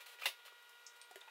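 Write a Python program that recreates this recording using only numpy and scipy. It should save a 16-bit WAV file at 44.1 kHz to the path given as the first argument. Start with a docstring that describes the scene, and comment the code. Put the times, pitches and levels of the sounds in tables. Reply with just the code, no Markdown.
"""A mantis bites into a grasshopper, close by, in a small hard-walled enclosure.
Under the jaws the shell crunches in swarms of tiny snaps, then gives way in one sharp crack that
excites its resonances. Legs and shell tap as damped oscillators, and thin snips of the jaws follow.
Reflections from the walls ring on briefly; a faint electric whine and hiss lie underneath."""
import sys
import numpy as np
from scipy import signal
from scipy.fft import rfft, irfft, next_fast_len
from scipy.io import wavfile
from scipy.ndimage import map_coordinates

SR = 44100
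rng = np.random.default_rng(int(sys.argv[2]) if len(sys.argv) > 2 else 0)


def file_out(sig):
    """Save sig as 16-bit WAV at sys.argv[1]."""
    # one column per channel
    cols = np.atleast_2d(sig).T
    # limit, then scale
    lim = np.clip(cols, -1, 1)
    pcm = np.round(lim * 32767).astype(np.int16)
    wavfile.write(sys.argv[1], SR, pcm)


N = 57330

# partials of the electric whine (frequency [Hz], rms level [dB])
WHINE_PARTIALS = [(473.7, -80.5), (958.2, -73.5), (1427, -66.5), (1922, -71), (2379, -74.5), (2853, -75.5),
                  (3806, -75), (4280, -91.5), (8646, -93.5), (9604, -98.5), (10567, -98), (11526, -84.5)]
# spectrum of the hiss (frequency [Hz], relative level [dB])
HISS_SPECTRUM = [(100, -9.5), (300, -5), (420, -3.5), (700, -4.5), (1200, 1), (1700, -2.5), (3200, 0.5),
                 (4300, -5.5), (6000, -11), (10000, -15), (15500, -16)]
# spells of crunching (time [s], duration [s], level [dB], treble gain [dB])
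CRUNCH_SPELLS = [(0, 0.028, -57.5, -1), (0.06, 0.011, -54, 3.5), (0.078, .03, -60.5, 1),
                 (0.113, 0.035, -61, 1), (0.1874, 0.0031, -51.5, -10), (0.193, 0.017, -56, -5),
                 (.212, 0.0055, -49, -3), (0.2177, 0.0074, -43.5, -7), (0.237, .013, -49, 0),
                 (0.388, 0.016, -60, -33), (0.4507, 0.0053, -53, -3), (0.456, 0.015, -56.5, -0.5),
                 (0.472, 0.014, -60, -9), (0.623, .005, -70, 8), (.692, 0.0037, -71, 19),
                 (.74, 0.35, -84, 8.5), (0.96, 0.01, -69.5, 9.5)]
# spectrum of the crunching (frequency [Hz], relative level [dB])
CRUNCH_SPECTRUM = [(150, -34), (300, -19), (550, -6.5), (1200, -4.5), (1650, -4), (2400, 1.5), (3800, -0.5),
                   (5500, -9.5), (8000, -10.5), (15500, -10.5)]
# taps of legs and shell (time [s], level [dB], frequency [Hz], T60 [s])
TAPS = [(.005, -63.5, 567, 0.081), (0.149, -63, 408, 0.067), (0.187, -44.5, 2510, 0.012),
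        (0.22, -42, 1270, .04), (.221, -54, 718, 0.03), (0.234, -35, 2478, 0.032), (.438, -65, 450, 0.076),
        (.456, -59.5, 558, 0.095), (.479, -53.5, 1264, 0.051), (0.5222, -54, 440, 0.017),
        (.523, -50, 1084, .015), (1.1113, -44, 460, 0.012), (1.111, -46, 734, 0.036),
        (1.1585, -47, 392.6, 0.06), (1.1590, -47, 648, .02), (1.2135, -45.5, 3650, 0.034),
        (1.228, -57, 820, 0.039), (1.277, -50.5, 890, 0.07)]
# fractures that make up the crack (time [s], relative level [dB])
FRACTURES = [(0.256, -7.5), (.2571, -4.5), (.2579, -1.5)]
# resonances of the breaking shell (frequency [Hz], bandwidth [Hz], relative gain [dB])
SHELL_RESONANCES = [(815, 550, -8), (1960, 210, 3), (2830, 530, -2.5), (3560, 320, -1)]
# spectrum of the splintering (frequency [Hz], relative level [dB])
SPLINTER_SPECTRUM = [(100, -2.5), (330, -19), (560, 1), (900, 1), (1500, -4.5), (2300, 1), (4000, 1),
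                     (5200, -2.5), (7300, -9.5), (10800, -5), (13000, -6.5), (15000, -9), (16000, -5.5)]
# modes that the crack sets ringing (frequency [Hz], level [dB], T60 [s])
RING_MODES = [(386, -52, .13), (548, -43, .12), (684, -49, .11), (880, -45, .08), (1878, -38, .08),
              (2022, -31, .08), (2190, -45, .17), (2428, -40, .09), (2648, -39, .1), (2757, -33, .1),
              (2826, -42, .16), (3075, -42, .13), (3552, -38, .1), (3725, -39, .15), (4000, -40, .09)]
# snips of the jaws (time [s], level [dB], centre frequency [Hz], bandwidth [Hz], T60 [s])
SNIPS = [(0.8655, -46.5, 5950, 2000, 0.032), (0.868, -56.5, 7450, 2570, 0.046),
         (1.0146, -53, 8670, 1100, 0.044), (1.0151, -47.5, 4200, 2900, .012),
         (1.111, -53.5, 5500, 13800, 0.02), (1.1578, -44.5, 2300, 1230, 0.01),
         (1.1579, -48.5, 9300, 12000, 0.012), (1.207, -64, 7100, 5100, 0.064),
         (1.217, -55.5, 1700, 2000, 0.041), (1.282, -53.5, 2200, 1400, .04)]
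# reverberation time of the enclosure (frequency [Hz], T60 [s])
WALL_DECAY = [(300, 0.15), (1000, .11), (3000, 0.19), (7000, 0.16), (15000, 0.15)]
# bass roll-off of the microphone (frequency [Hz], gain [dB])
MIC_RESPONSE = [(25, -42.5), (100, -28), (200, -22), (280, -17), (330, -13), (380, -2.5), (500, -1)]


def amp(db):
    """Decibels to amplitude ratio."""
    return 10 ** (np.asarray(db) / 20)


def unit_rms(x):
    """Normalisation to unit power."""
    return x / np.sqrt(np.mean(x ** 2) + 1e-20)


def along(points, hz):
    """Interpolation of (frequency [Hz], value) points on a logarithmic axis."""
    freqs, values = np.transpose(points)
    return np.interp(np.log(hz + 1), np.log(freqs + 1), values)


def since(start):
    """Seconds elapsed since start, zero before it."""
    return np.maximum(np.arange(N) / SR - start, 0)


def decay(t, t60):
    """Exponential decay, 60 dB in t60 seconds, starting when t leaves zero."""
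    return (t > 0) * np.exp(-np.log(1000) * t / t60)


def wobble(rate):
    """Spline interpolation through random knots, rate of them a second."""
    knots = rng.standard_normal(int(N * rate / SR) + 4)
    return map_coordinates(knots, [np.arange(N) * rate / SR])


def even_noise(window_s):
    """Short-time whitening: noise with a nearly flat spectrum in every window."""
    size = 2 ** round(np.log2(window_s * SR))
    noise = rng.standard_normal(N)
    for _ in range(3):
        spectra = signal.stft(noise, nperseg=size)[2]
        noise = signal.istft(spectra / (np.abs(spectra) + 1e-12), nperseg=size)[1][:N]
    return unit_rms(noise)


def filtered(x, response):
    """Linear filtering: the spectrum of x times a frequency response."""
    size = next_fast_len(2 * N)
    return irfft(rfft(x, size) * response(np.fft.rfftfreq(size, 1 / SR)), size)[:N]


def coloured(x, points, keep_power=True):
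    """Minimum-phase filtering through (frequency [Hz], gain [dB]) points."""
    size = 2 ** 13
    gain = amp(along(points, np.fft.rfftfreq(size, 1 / SR)))
    cepstrum = irfft(np.log(unit_rms(gain) if keep_power else gain))
    cepstrum[1:size // 2] *= 2  # folding the cepstrum makes the filter causal
    cepstrum[size // 2 + 1:] = 0
    return signal.fftconvolve(x, irfft(np.exp(rfft(cepstrum))))[:N]


def whine_and_hiss(waver_db=0.5, hiss_db=-64.5):
    """Superposition: slightly amplitude-modulated electric partials over stationary noise."""
    t = since(0)
    whine = sum(amp(db + waver_db * wobble(7.6)) * np.sin(2 * np.pi * (hz * t + rng.random()))
                for hz, db in WHINE_PARTIALS)
    hiss = amp(hiss_db) * coloured(rng.standard_normal(N), HISS_SPECTRUM)
    return np.sqrt(2) * whine + hiss


def crunching(snaps_per_s=7000, spread_db=1.5, rise_s=0.0008, crossover_hz=4870):
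    """Shot noise: each squeeze of the jaws sets off a swarm of tiny, randomly timed snaps."""
    body, treble = np.zeros(N), np.zeros(N)
    for start, duration, db, treble_db in CRUNCH_SPELLS:
        t = since(start)
        snaps = (rng.random(N) < snaps_per_s / SR) * rng.choice([-1, 1], N)
        strength = amp(spread_db * rng.standard_normal(N))
        envelope = (1 - np.exp(-t / rise_s)) * np.exp(-(t / duration) ** 4)
        spell = amp(db) * unit_rms(snaps * strength) * envelope
        body += spell
        treble += amp(treble_db) * spell
    lowpass = lambda f: 1 / (1 + (f / crossover_hz) ** 6)
    both_bands = filtered(body, lowpass) + filtered(treble, lambda f: 1 - lowpass(f))
    return coloured(both_bands, CRUNCH_SPECTRUM)


def enclosure(x, wet_db, room_db=-7, room_t60=0.21):
    """Reverberation: dense reflections off the near walls and the fainter room join the direct sound."""
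    hz, t, spectra = signal.stft(even_noise(window_s=0.012), SR, nperseg=256)
    damping = decay(t, along(WALL_DECAY, hz)[:, None])
    walls = signal.istft(spectra * damping, SR, nperseg=256)[1][:N]
    room = rng.standard_normal(N) * decay(since(0), room_t60)
    impulse_response = (unit_rms(walls) + amp(room_db) * unit_rms(room)) / np.sqrt(N)
    return x + amp(wet_db) * signal.fftconvolve(x, impulse_response)[:N]


def taps(attack_s=0.00022, roughness_rad=0.4):
    """Damped oscillation: each tap of leg or shell rings one mode, roughened by phase modulation."""
    out = np.zeros(N)
    for start, db, hz, t60 in TAPS:
        t = since(start)
        phase = 2 * np.pi * hz * t + roughness_rad * wobble(hz / 2)
        out += amp(db) * np.sin(phase) * decay(t, t60) * (1 - np.exp(-t / attack_s))
    return out


def shell_response(f):
    """Resonance: the shell responds as parallel second-order resonators of alternating sign."""
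    return sum((-1) ** k * amp(db) * 1j * f * width / (hz * hz - f * f + 1j * f * width)
               for k, (hz, width, db) in enumerate(SHELL_RESONANCES))


def crack(shell_gain_db=3.5, splinter_gain_db=-31.5, splinter_t60=0.039,
          ring_start_s=0.2568, ring_attack_s=0.002):
    """Impulse excitation: quick fractures jolt the shell, splinter it and leave a hollow ring."""
    impulses, splinter_power = np.zeros(N), np.zeros(N)
    for start, db in FRACTURES:
        impulses[round(start * SR)] += amp(db)
        # incoherent bursts add in power
        splinter_power += (amp(db) * decay(since(start), splinter_t60)) ** 2
    shell = amp(shell_gain_db) * filtered(impulses, shell_response)
    burst = np.sqrt(splinter_power) * even_noise(window_s=0.006)
    splinters = amp(splinter_gain_db) * coloured(burst, SPLINTER_SPECTRUM)
    t = since(ring_start_s)
    ring = sum(amp(db) * np.sin(2 * np.pi * (hz * t + rng.random())) * decay(t, t60)
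               for hz, db, t60 in RING_MODES)
    ring *= 1 - np.exp(-t / ring_attack_s)
    return enclosure(shell, wet_db=-4.5) + enclosure(splinters, wet_db=1.5) + ring


def jaw_snips():
    """Band-limited noise: each snip is a decaying rasp around one centre frequency."""
    out = np.zeros(N)
    for start, db, hz, width, t60 in SNIPS:
        bandpass = lambda f: 1 / np.sqrt(1 + (2 * (f - hz) / width) ** 6)
        rasp = filtered(even_noise(window_s=0.006), bandpass)
        out += amp(db) * unit_rms(rasp) * decay(since(start), t60)
    return out


def scene():
    """Superposition: the sounds of the meal and their reflections add to the whine and hiss."""
    mix = crack() + enclosure(crunching(), wet_db=0.5)
    mix += whine_and_hiss()
    mix += enclosure(jaw_snips(), wet_db=-3.5)
    mix += enclosure(taps(), wet_db=-9)
    return mix[None]


def record(dry):
    """Band limiting: the microphone attenuates the bass, and nothing passes above the upper limit."""
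    upper_limit_hz = 15750
    bass_cut = coloured(dry[0], MIC_RESPONSE, keep_power=False)
    return filtered(bass_cut, lambda hz: hz < upper_limit_hz)[None]


dry = scene()
out = record(dry)
file_out(out)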